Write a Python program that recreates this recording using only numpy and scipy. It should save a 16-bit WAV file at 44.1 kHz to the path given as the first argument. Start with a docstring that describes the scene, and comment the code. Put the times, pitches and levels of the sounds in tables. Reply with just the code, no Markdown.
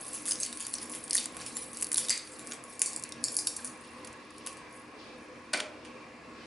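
"""Fingers snap and crumble dry, brittle slices of root close to a stereo microphone, above a plastic tray.
Each crack is a click, mostly of a millisecond or two: shaped noise coloured by splinter and slice, over a thud.
Sparse grains make the crumbling; short modes colour the cracks; thin noise bands scrape, small tones squeak.
One piece bounces on the tray. Hands, tray and a small hard room throw the sounds back as taps and noisy tails.
A fan hums somewhere in the room, made of noise through resonances, under a soft hiss that swells and fades."""
import sys
import numpy as np
from scipy import signal
from scipy.fft import rfft, irfft
from scipy.io import wavfile
from scipy.ndimage import uniform_filter1d

SR = 44100
rng = np.random.default_rng(int(sys.argv[2]) if len(sys.argv) > 2 else 0)


def wav_record(signal):
    """Record a signal, one row per channel, as 16-bit PCM in the file named by sys.argv[1]."""
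    frames = np.transpose(np.atleast_2d(signal))
    bounded = np.clip(frames, -1, 1)
    # unit amplitude maps onto the largest positive 16-bit level
    quanta = np.round(bounded * 32767).astype(np.int16)
    wavfile.write(sys.argv[1], SR, quanta)


N = 284886


def gain_of(db):
    """Decibels to gain."""
    return 10 ** (np.asarray(db) / 20)


def evened(x):
    """Scaled to rms 1."""
    return x / np.sqrt(np.mean(x ** 2) + 1e-20)


def read(points, hz):
    """Curve of (Hz, value) points, interpolated on a log-frequency axis."""
    point_hz, value = np.transpose(points)
    return np.interp(np.log(hz + 1), np.log(point_hz + 1), value)


def peaked(modes, hz):
    """Gain of steep resonant peaks standing on a flat response."""
    power = 1
    for mode_hz, width_hz, db in modes:
        power = power + (gain_of(db) ** 2 - 1) / (1 + (2 * (hz - mode_hz) / width_hz) ** 2) ** 2
    return np.sqrt(power)


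def causal(gain):
    """Minimum-phase impulse response: starts sharply and has the given gain at each frequency."""
    log_gain = np.log(gain + 1e-4 * gain.max())
    circle = np.concatenate([log_gain, log_gain[-2:0:-1]])
    return np.fft.ifft(np.exp(np.conj(signal.hilbert(circle)))).real


def add(mix, start_s, sound):
    """Mixes a sound in at start_s."""
    part = mix[round(start_s * SR):][:len(sound)]
    part += sound[:len(part)]


def burst(noise, length_ms):
    """Noise that swells and dies within moments, its spectrum evened so that only the struck body colours it."""
    u = np.arange(len(noise)) * 3100 / SR / max(length_ms, .15)
    shape = u ** 2 * np.exp(-1.5 * u)
    z = rfft(noise * shape)
    white = irfft(z / (abs(z) + 1e-9), len(noise))
    return np.sqrt(shape) * white


# clear cracks: start_s, tear_peak_db, centre_hz, thud_db (re tear), length_ms, room_db (send past the hands)
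CRACKS = [(.129, -25.5, 10200, -23, 6.9, -4), (0.1412, -25, 10000, -19, 2.7, 5.5),
          (0.2556, -20.5, 10500, -17, 0.91, 5.5), (0.2663, -26, 9500, -21, 0.83, -1),
          (.275, -24, 8400, -15, 1.1, 8.5), (0.2859, -17.5, 9700, -25, 0.74, 4.5),
          (0.308, -23, 9000, -24, 2.3, -11), (0.3199, -18.5, 6500, -27, 0.97, -13),
          (.3323, -22, 9400, -21, 1., -14), (.3557, -31, 5600, -15, 1.2, -1),
          (.388, -30, 9300, -40, 1.2, 1), (0.4009, -19.5, 9400, -35, 2.3, 3.5),
          (0.4316, -20, 8100, -15.5, 2.6, -3), (.4507, -24, 8900, -15, 1, -16),
          (.463, -21.5, 9100, -16, 0.8, -19), (0.5269, -27, 7740, -11, 2.3, -4),
          (0.5723, -26, 8500, -16, 1.4, -4), (0.599, -27.5, 8100, -9, 0.36, 9.5),
          (0.666, -22.5, 9800, -13.5, 3.9, -16), (.734, -27, 9500, -20, 2, -6),
          (.7385, -17, 9500, -22, 2.4, -8), (.7512, -31, 6250, -39, 2.1, -15),
          (0.783, -30, 5650, -11, 0.79, -19), (0.8163, -33, 9900, -9, 3.5, 4.5),
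          (.83, -27, 10000, -15, 1, -8), (.897, -27.5, 9700, -20, 1, -3),
          (.917, -27.5, 10000, -43, 1.5, 4.5), (0.936, -32, 8900, -1.5, 1.7, 2),
          (0.9496, -24, 10700, -13, 1.8, 1.5), (1.041, -29, 10100, -19, 1.6, 0),
          (1.079, -31, 8040, -13, 1.4, -25), (1.098, -25, 10000, -31, 1, -16),
          (1.1084, -13.5, 7200, -20, 1.3, -36), (1.1316, -13, 7700, -17.5, 0.42, -7),
          (1.14, -18, 9250, -28, 1.8, -7), (1.1483, -13, 8700, -29, 0.94, 0.5),
          (1.1525, -8, 10000, -45, 0.87, -21), (1.164, -15.5, 9700, -32, 1.9, -4),
          (1.168, -19, 5500, -18, 1.5, -4), (1.1794, -9.5, 9600, -27, 0.39, -8.5),
          (1.241, -26, 8300, -15, 1.2, -10), (1.2573, -18.5, 9000, -13, 1.02, -13),
          (1.3684, -20.5, 10900, -14, 0.47, -9), (1.4071, -33, 9000, -6.5, 1.07, 8),
          (1.462, -27, 9900, -13, 4, -1), (1.5685, -19, 9900, -12, 0.73, -3),
          (1.639, -31.5, 9130, -33, 1.9, -15.5), (1.7311, -29, 10200, -20, 1.7, -3),
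          (1.747, -34, 8450, -18, 0.97, -7), (1.771, -21.5, 8700, -21, 0.85, -6),
          (1.811, -24, 10200, -23, 2.1, -5), (1.8246, -13, 9400, -12, 0.82, -10),
          (1.828, -14, 9800, -39, 1.4, -19), (1.8446, -19, 9200, -31, 1, -17),
          (1.868, -25, 9500, -15, 2, -24), (1.9165, -16, 10000, -15, 2.2, -6),
          (1.929, -13.5, 9300, -35, 1.9, -16), (1.9436, -11.5, 10300, -35, 1.6, -14),
          (1.958, -25, 9500, -23, 1.8, -8), (1.971, -10.5, 10850, -45, 0.5, 6),
          (1.9767, -8.5, 11100, -25.5, 0.22, -3.5), (1.9808, -10.5, 9000, -16.5, 1.6, -5.5),
          (2.049, -31.5, 7800, -6, 1.9, -11), (2.0847, -20, 8370, -23, 2.2, -11),
          (2.0938, -15.5, 6900, -25, 3.5, -5), (2.1044, -12, 8240, -22, 1.6, -3),
          (2.177, -17, 8300, -25, 0.45, -18), (2.2127, -40, 5400, -7, 1, 8),
          (2.274, -35.5, 6200, -5.5, 1.6, -4), (2.3933, -30.5, 8980, -8.5, 1.5, 0),
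          (2.472, -25, 7170, -37, 0.41, -8.5), (2.5122, -31, 7380, -5.5, 2.6, -18),
          (2.5206, -29.5, 7250, 1.5, 2.2, -5), (2.5337, -29, 9100, -21, 1.7, -2.5),
          (2.6385, -30.5, 9730, -28.5, 1.6, -4.5), (2.794, -21, 8700, -24.5, 0.5, -1.5),
          (2.8177, -4, 10000, -18.5, 0.81, -6), (2.86, -16.5, 9200, -33.5, 0.85, 0.5),
          (2.9322, -25.5, 8700, -22, 0.41, -4), (2.9626, -16.5, 8900, -40, 0.61, -11.5),
          (2.975, -26, 9300, -30.5, 0.56, -1), (2.997, -26.5, 8860, -28, 1.04, -18),
          (3.0253, -24.5, 9100, -31, 0.49, -7), (3.0373, -18.5, 7600, -30, 0.77, -12),
          (3.051, -38.5, 8100, -0.5, 1.5, 2), (3.091, -30.5, 9100, -30.5, 0.97, -8),
          (3.122, -23.5, 5300, -33, 0.78, -9), (3.2403, -9, 7160, -37.5, 1.14, -3),
          (3.284, -32, 5750, -37, 1, -6), (3.3205, -24.5, 10100, -27, 1.3, -10),
          (3.343, -24, 8680, -33, 0.81, -13), (3.352, -28.5, 9550, -38, 3.7, -7),
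          (3.3674, -7.5, 8750, -35, 0.39, -9), (3.376, -20, 9100, -40, 1.9, 3.5),
          (3.3885, -18, 9300, -50, 1.8, 1), (3.470, -14, 7840, -43, 3.4, -3),
          (3.562, -24.5, 8500, -38, 8.8, -6), (3.5673, -25, 8700, -39, 2.4, -7),
          (3.6452, -22, 9900, -21, 3.5, 1), (3.6726, -31.5, 8000, -21, 6, -15),
          (4.045, -36, 8200, -4.5, 7.3, -9), (4.071, -34.5, 7500, -6, 5.7, -10),
          (4.1266, -42, 7400, -15, 4.9, -9), (4.305, -44, 8500, -14, 2.8, -6),
          (4.382, -33.5, 8400, -28, 1.4, -9), (4.461, -28, 9250, -10, 8.2, -9),
          (4.4717, -23, 9400, -5.5, 1.04, -2.5), (4.5262, -36.5, 9500, -18, 5.5, -8),
          (4.57, -37.5, 7900, -15, 1.3, 0.5)]
# rings of a dry slice: mode_hz, width_hz, peak_db
SLICE_MODES = [(4650, 810, 4.5), (6500, 1100, -0.5), (8700, 470, -3.5), (10370, 2500, 5)]
SPREAD_AT_11300HZ_HZ, SPREAD_PER_OCTAVE_HZ = 3640, 1700  # lower cracks are wider in colour
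UNEVEN_DB = 3  # rms of each crack's own bumps in colour


def cracks():
    """Each crack is a short tear of fibres, coloured by the splinter's size and the slice's rings, over a low thud."""
    near, far = np.zeros((2, N))
    hz = np.fft.rfftfreq(1024, 1 / SR)
    thud = 1 / (1 + (hz / 4400) ** 4) / (1 + (1200 / (hz + 1)) ** 3)
    slice_gain = peaked(SLICE_MODES, hz) / (1 + (4150 / (hz + 1)) ** 15)
    bumps = rng.standard_normal((len(CRACKS), len(hz)))
    bumps = evened(uniform_filter1d(uniform_filter1d(bumps, size=12), size=12))
    fibre_noise = rng.standard_normal((len(CRACKS), 600))
    for row, fibres, bump in zip(CRACKS, fibre_noise, bumps):
        start_s, peak_db, centre_hz, thud_db, length_ms, room_db = row
        spread_hz = SPREAD_AT_11300HZ_HZ + SPREAD_PER_OCTAVE_HZ * np.log2(11300.0 / centre_hz)
        uneven = gain_of(UNEVEN_DB * bump)
        colour = np.exp(-((hz - centre_hz) / spread_hz) ** 2) * slice_gain * uneven
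        force = burst(fibres, length_ms)
        tear = np.convolve(causal(colour)[:512], force)
        push = np.convolve(causal(thud * uneven)[:512], force)
        snap = tear / abs(tear).max() + gain_of(thud_db) * push / abs(push).max()
        snap = gain_of(peak_db) * snap
        add(near, start_s, snap)
        add(far, start_s, gain_of(room_db) * snap)
    return near, far


# short rings that colour the cracks: start_s, pitch_hz, peak_db, room_db (send)
RINGS = [(.274, 6760, -30, -15), (.3095, 5100, -22, -16), (0.3106, 9860, -18, -3.5), (0.317, 5020, -28, -3),
         (.3185, 6400, -23, -7), (0.318, 3000, -34, -9), (.356, 5060, -29, -13), (.432, 6550, -23.5, -18),
         (.527, 3800, -35, -10), (.611, 6800, -32, -5), (.651, 4700, -34, -8), (.739, 4300, -28, -10),
         (.753, 5840, -26, -8), (.785, 5120, -28.5, -9.5), (.855, 7000, -41, -12), (1.039, 9000, -30, -4),
         (1.153, 1900, -27, -12), (1.179, 3700, -24, -8), (1.184, 4600, -25, -6), (1.461, 5300, -39, -2),
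         (1.763, 5000, -47, -8), (1.798, 6000, -39, -3), (1.844, 4600, -32.5, -8), (1.9435, 6000, -24, -10),
         (1.9435, 4000, -27, -10), (1.958, 4600, -24, -10), (1.981, 3500, -24, -6), (2.085, 3700, -28, -4),
         (2.0955, 9000, -20, -6), (2.102, 7600, -22, -12), (2.104, 10100, -14, -10),
         (2.095, 6000, -16, -16), (2.104, 4650, -27.5, 10.5), (2.104, 2050, -27.5, 1.5),
         (2.52, 6750, -27.5, -19), (3.123, 3740, -36.5, -11), (3.282, 3600, -44, -10),
         (3.47, 10900, -18, -14), (3.472, 2740, -40, -10), (3.283, 5300, -24.5, -8),
         (3.388, 5000, -23.5, -4), (3.471, 4650, -22.5, -5), (3.472, 3670, -26.5, -7)]


def rings(t60_s=0.01, tear_ms=1.03):
    """Each ring is one quickly dying mode, shaken by a gritty tear."""
    near, far = np.zeros((2, N))
    t = np.arange(2000) / SR
    grits = rng.standard_normal((len(RINGS), 400))
    for (start_s, pitch_hz, peak_db, room_db), grit in zip(RINGS, grits):
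        mode = gain_of(-60 * t / t60_s) * np.sin(2 * np.pi * pitch_hz * t)
        ring = np.convolve(mode, burst(grit, tear_ms))
        ring = gain_of(peak_db) * ring / abs(ring).max()
        add(near, start_s, ring)
        add(far, start_s, gain_of(room_db) * ring)
    return near, far


# faint fidgeting of the fingers: time_s, level_db, coarseness_db_per_octave (towards the bass)
FIDGET = [(0., -44, -3), (.9, -58, 5.5), (1.04, -71, 11.5), (1.9, -47.5, -20), (2.5, -68.5, -17),
          (3.15, -69, 13), (3.45, -52, 0.5), (3.8, -59.5, 1.5), (4.1, -66, 8), (4.6, -78.5, 10.5),
          (4.96, -68, 1.5), (5.4, -72, 2), (6.46, -82.5, 15.5)]
# rubs that crumble the edges: middle_s, half_span_s, level_db, coarseness_db_per_octave
RUBS = [(.03, 0.15, -43.5, -5), (.16, 0.11, -48, 3.5), (.31, 0.19, -56, 0.5), (.44, 0.099, -46, 6.5),
        (0.642, 0.14, -40.5, -3.5), (0.768, 0.17, -47, -0.5), (0.948, 0.18, -47, -2),
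        (1.17, 0.12, -38.5, 4.5), (1.442, 0.18, -46.5, 4), (1.598, 0.14, -45.5, 2), (1.8, 0.17, -45, 3.5),
        (2.01, 0.14, -42, 5), (2.148, 0.089, -39.5, 4.5), (2.332, 0.14, -47, -2.5),
        (2.478, 0.13, -48.5, -2.5), (2.722, 0.12, -48.5, -2), (2.88, 0.13, -45, 0), (3.32, 0.12, -42.5, -3),
        (3.53, 0.28, -49, 0.5), (3.68, 0.065, -50.5, -10), (3.852, 0.082, -60, 6.5), (4.4, 0.12, -63, 9),
        (4.76, 0.11, -56, -3.5)]


def handling():
    """Level and coarseness of the crumbling: each rub swells and fades as a bell over the fidgeting."""
    t = np.arange(0, N / SR, .002)
    time_s, level_db, slope = np.transpose(FIDGET)
    power = gain_of(np.interp(t, time_s, level_db)) ** 2
    weighted = power * np.interp(t, time_s, slope)  # coarseness averages by power
    for middle_s, half_span_s, rub_db, rub_slope in RUBS:
        phase = np.clip((t - middle_s) / (2 * half_span_s), -.5, .5)
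        swell = gain_of(rub_db) ** 2 * np.cos(np.pi * phase) ** 4
        power = power + swell
        weighted = weighted + swell * rub_slope
    at = np.arange(N) / SR
    return np.interp(at, t, np.sqrt(power)), np.interp(at, t, weighted / power)


# colour of the crumbs: pitch_hz, level_db
CRUMB_COLOUR = [(2000, -12.5), (3500, -8), (4700, -3.5), (6500, -7.5), (8000, -3.5), (10500, 3.5)]
CRUMBS_PER_S, CRUMB_SPREAD_DB = 3000, 6


def crumble(cycles=5.5):
    """Sparse tiny grains of many pitches and uneven size; coarse crumbs favour the low ones."""
    level, coarse = handling()
    pitches_hz = np.geomspace(2000, 11000, num=18)
    size = gain_of(CRUMB_SPREAD_DB * np.minimum(rng.exponential(1, N), 3.))
    size *= rng.random(N) < CRUMBS_PER_S / SR
    size *= rng.choice([-1, 1], N)
    kind = rng.integers(0, len(pitches_hz), N)
    out = np.zeros(N)
    for k, hz in enumerate(pitches_hz):
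        u = np.arange(200) * hz / SR / cycles
        grain = u * np.exp(-2 * u) * np.sin(2 * np.pi * cycles * u)
        colour_db = read(CRUMB_COLOUR, hz) + coarse * np.log2(10000 / hz)
        gain = gain_of(colour_db) * np.sqrt(hz) / np.linalg.norm(grain)
        out += signal.oaconvolve(size * (kind == k) * gain, grain)[:N]
    return level * evened(out)


# scrapes of one edge on another: start_s, length_s, centre_hz, width_hz, level_db
SCRAPES = [(0.409, 0.053, 6500, 400, -42), (0.806, 0.044, 9900, 500, -43), (1.469, 0.025, 10200, 400, -46),
           (1.548, .035, 7270, 250, -47), (1.57, 0.023, 5660, 200, -55), (1.572, 0.031, 10300, 600, -41),
           (1.611, 0.038, 5760, 150, -52), (1.602, 0.049, 9800, 500, -44)]


def scrapes():
    """Each thin whistling scrape is a narrow band of noise that swells and fades."""
    out = np.zeros(N)
    noises = rng.standard_normal((len(SCRAPES), 4000))
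    hz = np.fft.rfftfreq(4000, 1 / SR)
    t = np.arange(4000) / SR
    for (start_s, length_s, centre_hz, width_hz, level_db), noise in zip(SCRAPES, noises):
        band = irfft(rfft(noise) / (1 + (2 * (hz - centre_hz) / width_hz) ** 2))
        swell = np.sin(np.pi * np.clip(t / length_s, 0, 1))
        add(out, start_s, gain_of(level_db) * swell * evened(band))
    return out


# a falling squeak and a faint steady peep, one table each: time_s, pitch_hz, level_db
SQUEAKS = [
    [(3.587, 1910, -48), (3.596, 1620, -47), (3.608, 1520, -52)],
    [(6.405, 3010, -58), (6.455, 3010, -60)],
]


def squeaks():
    """Brief sine tones with soft ends, following their pitch and level curves."""
    out = np.zeros(N)
    for rows in SQUEAKS:
        time_s, pitch_hz, level_db = np.transpose(rows)
        t = np.arange(time_s[0], time_s[-1], 1 / SR)
        cycles = np.cumsum(np.interp(t, time_s, pitch_hz)) / SR
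        tone = np.sin(2 * np.pi * cycles) * signal.windows.tukey(len(t))
        add(out, time_s[0], gain_of(np.interp(t, time_s, level_db)) * tone)
    return out


# bounces of the dropped piece: start_s, peak_db, length_ms, sharpness_db_per_octave, strong_hz,
# tray_freedom (0-1), room_db (send)
BOUNCES = [(5.5318, -19.5, 4.8, 3.5, 9000, .9, -5), (5.5351, -12.5, 4.9, 3.5, 4600, 1, -4.5),
           (5.5416, -20.5, 6.2, -0.5, 2150, 0.9, -2.5), (5.573, -22, 3, 5, 9500, .3, -4),
           (5.5745, -26.5, 4, 6, 4800, .2, -1.5), (5.598, -28, 5.3, 5.5, 9500, 0.2, -6),
           (5.601, -18, 6, 3, 3200, 0.05, -10), (5.848, -38, 4.5, 3, 2650, .4, 1.5)]
# tray resonances: mode_hz, width_hz, peak_db
TRAY_MODES = [(298, 160, 3.5), (640, 170, 14.5), (1490, 230, 10.5), (2342, 40, 15), (3480, 200, 1),
              (4500, 200, 5), (9000, 600, 9)]
# knock spectrum: freq_hz, density_db (per Hz, relative)
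KNOCK = [(80, -50), (200, 2.5), (600, 1), (2300, 4), (3500, -1.5), (11000, -12.5)]


def bounces():
    """Each bounce is a short rattle that rings the tray."""
    near, far = np.zeros((2, N))
    hz = np.fft.rfftfreq(8192, 1 / SR)
    tray = peaked(TRAY_MODES, hz)
    rattles = rng.standard_normal((len(BOUNCES), 1000))
    for row, rattle in zip(BOUNCES, rattles):
        start_s, peak_db, length_ms, sharpness, strong_hz, freedom, room_db = row
        colour = gain_of(read(KNOCK, hz) + sharpness * np.log2((hz + 100) / 3000))
        colour = colour * peaked([(strong_hz, 0.35 * strong_hz, 7.)], hz)
        body = causal(colour * tray ** freedom)[:4096]
        blow = np.convolve(body, burst(rattle, length_ms))
        blow = gain_of(peak_db) * blow / abs(blow).max()
        add(near, start_s, blow)
        add(far, start_s, gain_of(room_db) * blow)
    return near, far


# reflections from hands and tray: delay_ms, level_db
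ECHOES = [(1.1, -12), (2.3, -10), (3.4, -16.5)]
# reflections from table and near walls: delay_ms, level_db
LATE_ECHOES = [(4.5, -6), (8.6, -14), (20., -17.5)]


def echoes(x, taps, lean_db=.5):
    """Single reflections of alternating sign, leaning left and right in turn."""
    out = np.zeros((2, N))
    for k, (delay_ms, level_db) in enumerate(taps):
        sign = (-1) ** k
        add(out[0], delay_ms / 1000, sign * gain_of(level_db + sign * lean_db) * x)
        add(out[1], delay_ms / 1000, sign * gain_of(level_db - sign * lean_db) * x)
    return out


def scattered(x, length_ms=2.4):
    """Blurred by uneven surfaces over a few milliseconds."""
    blur = burst(rng.standard_normal(1000), length_ms)
    return signal.oaconvolve(x, blur / np.linalg.norm(blur))[:N]


# decay of the room: freq_hz, t60_s
ROOM_DECAY = [(500, 0.77), (1500, 0.44), (4500, 0.32), (7000, 0.32), (11000, 0.2)]


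def room(x, wide_db=-12.5, rise_ms=2.5, turns_per_s=9.):
    """Sparse taps, each band dying at its own speed; three random tails take turns at a steady rate,
    so the room's colour varies."""
    size, out = SR // 2, np.zeros((2, N))
    slots = np.arange(200, size - 10, 10)
    rise = 1 - np.exp(-np.arange(size) / SR * 1000 / rise_ms)
    for k in range(3):
        taps = np.zeros((2, size))
        at = slots + rng.integers(0, 10, (2, len(slots)))
        np.put_along_axis(taps, at, rng.choice([-1., 1.], (2, len(slots))), 1)
        hz, t, z = signal.stft(taps * rise, SR, nperseg=256)
        decay = gain_of(-60 * t / read(ROOM_DECAY, hz)[:, None])
        tail = signal.istft(z * decay, SR, nperseg=256)[1]
        # the three shares' powers sum to 1
        share = np.sqrt(2 / 3) * np.cos(np.pi * (turns_per_s * np.arange(N) / SR + k / 3))
        out += signal.fftconvolve(share * x[None], tail / np.linalg.norm(tail[0]), axes=1)[:, :N]
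    mid, side = out
    side = gain_of(wide_db) * side
    return np.array([mid + side, mid - side])


# air noise spectrum: freq_hz, density_db (per Hz, relative)
AIR = [(25, -38), (50, -17.5), (105, -22.5), (180, -12.5), (270, -10.5), (450, -10), (750, -14.5),
       (1100, -15.5), (1400, -18), (2500, -16.5), (3100, -27.5), (5300, -29.5), (6200, -33), (11000, -40.5)]
# resonances in the hum: mode_hz, width_hz, peak_db (over the air noise)
HUM_MODES = [(88.13, 4.9, 17), (125.95, 8.1, 16), (165, 21, 2), (241.26, 11.3, 16.5), (306.6, 24.6, 10.5),
             (400, 12, -0.5), (510, 17.2, 11), (1092, 250, 5.5), (1101, 20, 13), (1675, 89, 6),
             (2360, 18, 8), (2714, 42, 7.5)]
# stereo likeness of the hum: freq_hz, likeness (1 = same left and right)
LIKENESS = [(60, 0.94), (170, 1), (490, 0.86), (1410, 0.69), (4060, 0.54), (11600, 0.48)]
HUM_RMS_DB = -49


def hum(patchy_db=1.46, swell_db=-0.87):
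    """Air noise through the fan's resonances, with drifting patches and a slow swell."""
    frames, hz = N // 1024 + 5, np.fft.rfftfreq(4096, 1 / SR)
    a, b, c, d, patches = rng.standard_normal((frames, len(hz), 5)).T
    patches = uniform_filter1d(patches, size=20, axis=0)  # across frequency
    patches = evened(uniform_filter1d(patches, size=10, axis=1))  # across time
    swell = evened(uniform_filter1d(rng.standard_normal(frames), size=8))
    likeness = np.clip(read(LIKENESS, hz), 0, 1)
    apart = np.sqrt((1 - likeness) / 2)[:, None] * (c + 1j * d)
    z = np.array([a + 1j * b + apart, a + 1j * b - apart])
    z *= gain_of(read(AIR, hz)[:, None] + patchy_db * patches + swell_db * swell)
    z *= peaked(HUM_MODES, hz)[:, None]
    noise = signal.istft(z, nperseg=4096, noverlap=3072)[1][:, :N]
    return gain_of(HUM_RMS_DB) * evened(noise)


# soft hiss above the hum: time_s, level_db
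HISS = [(3.7, -69), (4.6, -64), (4.94, -75), (5., -56), (5.15, -61), (5.22, -76), (5.78, -68), (5.86, -61),
        (5.95, -73), (6.15, -94), (6.4, -60)]
# edges of the hiss band: low_hz, high_hz
HISS_BAND = (2886, 5300)


def hiss(apart=0.68):
    """Smooth noise in one broad band, mostly alike in both channels, that swells and fades."""
    band = signal.butter(3, HISS_BAND, "band", fs=SR, output="sos")
    mid, side = signal.sosfilt(band, rng.standard_normal((2, N)))
    time_s, level_db = np.transpose(HISS)
    level = gain_of(np.interp(np.arange(N) / SR, time_s, level_db))
    return level * evened(np.array([mid + apart * side, mid - apart * side]))


def scene():
    """Close sounds with their echoes, the room's tail, and the background of hum and hiss."""
    snaps, far_snaps = cracks()
    ringing, far_ringing = rings()
    crumbs = crumble()
    piece, far_piece = bounces()
    near = snaps + crumbs + piece + ringing + squeaks() + scrapes()
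    far = far_snaps + gain_of(-4.5) * crumbs + far_piece + far_ringing
    close = near + echoes(near, ECHOES) + echoes(scattered(far), LATE_ECHOES)
    balance = gain_of([[.05], [-.05]])  # left, right
    return close * balance + room(far) + hum() + hiss()


ROLL_OFF_HZ, EDGE_HZ = 11110, 12236


def record(dry):
    """The treble falls away in a sharp step, then ends."""
    hz = np.fft.rfftfreq(N, 1 / SR)
    shelf = gain_of(-25 - 17 * np.maximum(hz - ROLL_OFF_HZ, 0) / 1000)  # sinks 17 dB per kHz past the step
    drop = 1 / (1 + np.exp(np.clip((hz - ROLL_OFF_HZ) / 25, -50, 50)))
    stepped = irfft(rfft(dry) * (shelf + drop), N)
    low_pass = signal.firwin(255, EDGE_HZ, window=("kaiser", 9), fs=SR)
    return signal.oaconvolve(stepped, low_pass[None], "same")


dry = scene()
out = record(dry)
wav_record(out)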